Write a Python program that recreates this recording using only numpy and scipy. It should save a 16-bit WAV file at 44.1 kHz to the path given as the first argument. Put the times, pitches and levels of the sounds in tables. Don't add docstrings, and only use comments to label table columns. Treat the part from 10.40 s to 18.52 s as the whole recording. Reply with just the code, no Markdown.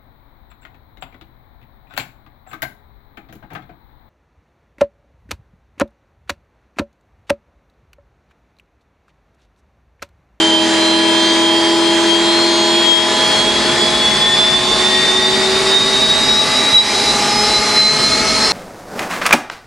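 import sys
import numpy as np
from scipy import signal
from scipy.fft import rfft, irfft, next_fast_len
from scipy.io import wavfile
from scipy.ndimage import uniform_filter1d, map_coordinates

SR = 44100
rng = np.random.default_rng(int(sys.argv[2]) if len(sys.argv) > 2 else 0)


def materialize(psi):
    bounded = np.clip(np.atleast_2d(psi).T, -1, 1)
    quanta = np.round(bounded * 32767).astype(np.int16)
    wavfile.write(sys.argv[1], SR, quanta)


N = 358091
SIDES = np.array([[1], [-1]])


def amp(db):
    return 10 ** (np.asarray(db) / 20)


def unit(x):
    return x / np.sqrt(np.mean(np.abs(x) ** 2) + 1e-20)


def blend(levels_db, share):
    return levels_db[0] + share * (levels_db[1] - levels_db[0])


def along(points, hz):
    freqs, values = np.transpose(points)
    return np.interp(np.log(hz + 1), np.log(freqs + 1), values)


def curve(rows):
    return np.interp(np.arange(N) / SR, *np.transpose(rows))


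def wobble(rate):
    knots = rng.standard_normal(int(N * rate / SR) + 4)
    return map_coordinates(knots, [np.arange(0, N, 32) * rate / SR]).repeat(32)[:N]


def ripple(hz, spacing):
    place = (hz[::32] - hz.min()) / spacing
    return map_coordinates(rng.standard_normal(2048), [place + 2], mode="mirror").repeat(32)[:N]


def filtered(x, response):
    size = next_fast_len(N + SR // 4)
    return irfft(rfft(x, size) * response(np.fft.rfftfreq(size, 1 / SR)), size)[..., :N]


def angle_of(hz):
    return 2 * np.pi * np.cumsum(hz) / SR


def hum(hz, waver, width):
    angle = angle_of(hz) + rng.uniform(0, 2 * np.pi) + waver * wobble(7)
    return unit((1 + waver * wobble(7)) * np.sin(angle + width * SIDES))


def tone(hz, fade, spacing, width):
    angle = angle_of(hz) + rng.uniform(0, 2 * np.pi)
    sine, cosine = np.sin(angle), np.cos(angle)
    mid = (1 + fade * ripple(hz, spacing)) * sine + fade * ripple(hz, spacing) * cosine
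    side = width * ripple(hz, 2 * spacing) * cosine
    return unit(mid + side * SIDES)


# frequency in Hz, left-right likeness (1 is identical).
LIKENESS = [(40, 0.56), (70, 0.97), (130, 0.84), (300, 1), (1000, 1), (3000, 0.77), (5000, 0.79),
            (9000, 0.69)]


def rush(spectrum, patchy_db):
    def mid_side(hz):
        spread = np.arccos(np.clip(along(LIKENESS, hz), -1, 1)) / 2
        return amp(along(spectrum, hz)) * [np.cos(spread), np.sin(spread)]

    bins = signal.stft(rng.standard_normal((2, N)), nperseg=512)[2]
    patches = uniform_filter1d(rng.standard_normal(bins.shape[1:]), size=6, axis=0)
    patches = uniform_filter1d(patches, size=14, axis=1)
    noise = signal.istft(bins * amp(patchy_db * unit(patches)), nperseg=512)[1][:, :N]
    mid, side = filtered(noise, mid_side)
    return unit(mid + side * SIDES)


# time in seconds, side gain.
IMAGE_WIDTH = [(0, 1), (5.1, 1), (5.4, 0.39), (8.12, 0.087)]


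def narrowed(pair):
    mid = pair.mean(axis=0)
    return mid + curve(IMAGE_WIDTH) * (pair - mid)


def reflections(hz, fade, width, spacing):
    shared = ripple(hz, spacing) + 1j * ripple(hz, spacing)
    apart = (ripple(hz, spacing) + 1j * ripple(hz, spacing)) * np.sqrt(curve(IMAGE_WIDTH))
    return unit(1 + fade * shared + width * apart * SIDES)


# centre in Hz, width in Hz, lift in dB (negative for
# a notch), left minus right in dB.
COCKPIT_RESONANCES = [(3138, 26, 6, -1), (3180, 11, 6, -1), (3201, 12, 6, -6), (3236, 14, 5, 4),
                      (3275, 9, 10, 2), (3282, 5, -11, 3), (3296, 35, 8, -4), (3368, 11, 8, -6),
                      (3407, 12, 9, -2), (3470, 70, 12, 1), (3550, 19, 6, -6), (3600, 60, 6, 1),
                      (3714, 13, 10, -5), (3768, 70, 10, 2), (3817, 24, 9, 2), (3836, 10, -11, 0),
                      (3853, 12, 5, 3), (3888, 24, 19, -2), (3908, 15, -11, 0), (3943, 15, 8, -2),
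                      (3990, 24, -8, 0), (4022, 14, 13, 0), (4036, 12, -11, 0), (4072, 32, 14, 0),
                      (4114, 18, 7, 0), (4136, 14, -6, 0), (4198, 44, 11, 1), (4230, 14, -8, 0),
                      (4260, 13, 12, 0), (4920, 24, 6, -2), (5149, 50, 7, 1), (5373, 14, 7, 0)]


def cockpit(hz):
    lift_db = sum((db + SIDES * pan_db / 2) / (1 + (2 * (hz[::32] - centre) / width) ** 2)
                  for centre, width, db, pan_db in COCKPIT_RESONANCES)
    return lift_db.repeat(32, axis=1)[:, :N]


# offset from the skirt's centre in Hz, relative density in dB.
EDDY_SKIRT = [(15, 2), (60, -1), (200, -2.5), (400, -19), (900, -23), (2000, -53)]
BLADES = 76
WHINE_DB, EDDY_DB = (-23.5, -23), (-28, -23.5)


def compressor(speed, load):
    shaft = angle_of(speed)
    blade, hz = BLADES * shaft, BLADES * speed
    flutter = 1 + 0.11 * wobble(45) + 0.022 * wobble(180)
    flutter += 0.095 * np.sin(shaft)
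    paths = reflections(hz, fade=0.3, width=0.42, spacing=5)
    blade_tone = unit(np.imag(paths * np.exp(1j * (blade + 0.096 * wobble(33)))))
    whine = amp(blend(WHINE_DB, load) + cockpit(hz)) * flutter * blade_tone
    centre = blade + angle_of(np.full(N, 70))
    eddies = rush(EDDY_SKIRT, patchy_db=1.5) * np.sin(centre)
    eddies += rush(EDDY_SKIRT, patchy_db=-1.0) * np.cos(centre)
    return whine + amp(blend(EDDY_DB, load)) * narrowed(eddies)


def blade_buzz(speed, load):
    orders = np.arange(2049)
    db_by_order = [(55, -27), (78, -0.5), (105, 1), (125, -17), (175, -24), (230, -14.0), (280, -42)]
    strength = amp(along(db_by_order, orders)) * (orders < 280)
    unevenness = rng.standard_normal(len(orders)) + 1j * rng.standard_normal(len(orders))
    pattern = irfft(strength * unevenness)
    turn = np.cumsum(speed) / SR % 1
    buzz = np.interp(turn, np.linspace(0, 1, len(pattern)), pattern)
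    return amp(blend((-31, -32), load)) * unit(buzz)


# time in seconds, level in dB.
STARTER_LEVEL = [(0.0, -17), (1.64, -14.5), (2.4, -18), (2.94, -29.5), (3.28, -21.5), (3.54, -26),
                 (3.72, -36), (3.9, -28), (5.12, -19.5), (5.68, -28), (6.45, -36.5), (7.04, -28.5),
                 (8.12, -34)]
STARTER_ORDER = 7.904


def starter(speed):
    return amp(curve(STARTER_LEVEL)) * hum(STARTER_ORDER * speed, waver=0.04, width=0.16)


# time in seconds, level in dB.
IDLER_LEVEL = [(0.0, -40), (0.64, -27.5), (1.1, -41), (2.8, -34.5), (3.35, -27), (3.75, -37), (3.95, -21),
               (4.26, -35.5), (4.6, -21), (5.1, -32.5), (6.25, -27.5), (6.8, -34.5), (7.2, -29),
               (7.88, -24), (8.12, -30)]
MESH_ORDER, IDLER_ORDER = 98, 40
MESH_DB = (-29.5, -26)


def gears(speed, load):
    mesh_hz = MESH_ORDER * speed
    mesh = tone(mesh_hz, fade=0.35, spacing=9, width=0.35)
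    idler = tone(IDLER_ORDER * speed, fade=0.33, spacing=8, width=0.52)
    return amp(blend(MESH_DB, load) + cockpit(mesh_hz)) * mesh + amp(curve(IDLER_LEVEL)) * idler


ROTOR_ORDERS = [15.808, 23, 23.712, 46, 69, 80, 86, 92, 110, 118, 119, 132, 152, 172, 173, 196, 221]
# level in dB while cranking, level in dB at speed.
ROTOR_LEVELS = [(-40, -40), (-33, -34.5), (-34.5, -39.5), (-37, -37.5), (-37, -54), (-39, -54),
                (-31.5, -33), (-37, -36), (-30.5, -32.5), (-38.5, -38), (-35, -45), (-60, -43),
                (-35.5, -48), (-38, -47), (-44, -50), (-46, -69), (-70, -55)]
# centre in Hz, width in Hz, lift in dB.
DUCT_RESONANCES = [(831, 40, 16), (992, 22, 7), (1066, 26, 5), (1205, 22, 5), (1248, 20, 6), (1292, 36, 13)]


def rotor_tones(speed, load):
    out = np.zeros((2, N))
    for order, levels_db in zip(ROTOR_ORDERS, ROTOR_LEVELS):
        hz = order * speed
        lift_db = sum(db / (1 + (2 * (hz - centre) / width) ** 2)
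                      for centre, width, db in DUCT_RESONANCES)
        fade = min(order / 90, 1.5)
        gain = amp(blend(levels_db, load) + lift_db)
        out += gain * tone(hz, fade, spacing=12, width=0.17 + 0.087 * fade)
    return out


# time in seconds, turns per second.
PUMP_TURNS = [(0, 41.8), (1, 41.95), (2, 42.1), (4, 42.39), (6, 42.71), (8.12, 42.99)]
PUMP_HARMONICS = [1, 2, 3, 4, 5, 6, 10, 15, 20]
# level in dB while the turbine cranks, level in dB at speed.
PUMP_LEVELS = [(-58, -60), (-47, -63), (-45, -63), (-55, -53), (-31, -32.5), (-33.5, -41), (-31, -44.5),
               (-25.5, -30.5), (-26.5, -29)]
# pitch in Hz, level in dB.
PANEL_TONES = [(467, -46)]


def pump(load):
    speed = curve(PUMP_TURNS)
    harmonics = sum(amp(blend(levels_db, load)) * hum(order * speed, waver=0.15, width=0.28)
                    for order, levels_db in zip(PUMP_HARMONICS, PUMP_LEVELS))
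    panel = sum(amp(db) * hum(np.full(N, hz), waver=0.4, width=0.14) for hz, db in PANEL_TONES)
    return harmonics + panel


# frequency in Hz, relative density in dB.
ROAR_SPECTRUM = [(60, -55), (170, -9), (230, -2.5), (300, -4), (390, 3.5), (520, -1.5), (900, -1.5),
                 (1550, -2.5), (1950, -1), (2700, -4), (3700, -4.5), (5200, -15.5), (8000, -39)]
HISS_SPECTRUM = [(2000, -15.5), (3500, -6), (4700, 2), (6000, -2), (7200, -2), (8500, -5.5), (10300, -10.5),
                 (11000, -15.5), (12200, -34)]
ROAR_DB = (-19, -19.5)


def airflow(speed, load):
    gust_db = 0.59 * wobble(8.3)
    roar = amp(blend(ROAR_DB, load) + gust_db) * rush(ROAR_SPECTRUM, patchy_db=1.0)
    hiss_db = -25 + 0.23 * (speed - speed[0]) + gust_db + 0.21 * wobble(12)
    hiss = amp(hiss_db) * rush(HISS_SPECTRUM, patchy_db=1.0)
    return narrowed(roar + hiss)


# frequency in Hz, relative density in dB.
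RUMBLE_SPECTRUM = [(30, -35), (70, -10), (100, -3.5), (120, -1), (155, 7.5), (180, -7), (215, 6.5),
                   (260, 7), (305, -1.5), (375, -3.5), (480, -10), (900, -54)]
THROB_SPECTRUM = [(20, -20), (36, -5), (47, 5), (62, 3), (80, -2), (110, -12), (200, -46)]
# frequency in Hz, the left side's lead in radians.
BASS_LEAD = [(30, .8), (55, 0.75), (75, .6), (100, .05)]
LIGHT_OFF_S, CATCH_S = 2.66, 0.25
RUMBLE_DB, THROB_DB = (-39, -29), (-58, -40.5)


def burner():
    lit = np.clip((np.arange(N) / SR - LIGHT_OFF_S) / CATCH_S, 0, 1)
    rumble = amp(blend(RUMBLE_DB, lit) + 0.37 * wobble(9.3)) * rush(RUMBLE_SPECTRUM, patchy_db=1.0)
    throb = amp(blend(THROB_DB, lit) + 2.4 * wobble(7.7)) * rush(THROB_SPECTRUM, patchy_db=0.5)
    return rumble + filtered(throb, lambda hz: np.exp(0.5j * along(BASS_LEAD, hz) * SIDES))


# time in seconds, turns per second.
SHAFT_TURNS = [(0.0, 41.186), (0.5, 41.62), (1.0, 42.038), (1.5, 42.417), (2.0, 42.776), (2.5, 43.083),
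               (2.8, 43.228), (3.1, 43.621), (3.5, 44.43), (4.0, 45.653), (4.5, 46.828), (5.0, 47.975),
               (5.5, 49.193), (6.0, 50.297), (6.5, 51.438), (7.0, 52.584), (7.5, 53.753), (8.12, 54.992)]


def scene():
    speed = curve(SHAFT_TURNS)
    load = np.clip((speed - 43) / 4, 0, 1)
    blades = compressor(speed, load) + blade_buzz(speed, load)
    drive = starter(speed) + gears(speed, load) + rotor_tones(speed, load)
    return blades + drive + pump(load) + airflow(speed, load) + burner()


def gain_control(x, threshold_db, slope, reaction_s):
    keep = np.exp(-1 / (reaction_s * SR))
    power = signal.lfilter([1 - keep], [1, -keep], np.mean(x ** 2, axis=0))
    over_db = np.maximum(10 * np.log10(power + 1e-12) - threshold_db, 0)
    return x * amp(-slope * over_db)


def record(dry):
    held = gain_control(dry, threshold_db=-13, slope=0.59, reaction_s=0.036)
    rounded = held / (1 + np.abs(held / 0.95) ** 8) ** (1 / 8)
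    return filtered(rounded, lambda hz: hz < 12200)


dry = scene()
out = record(dry)
materialize(out)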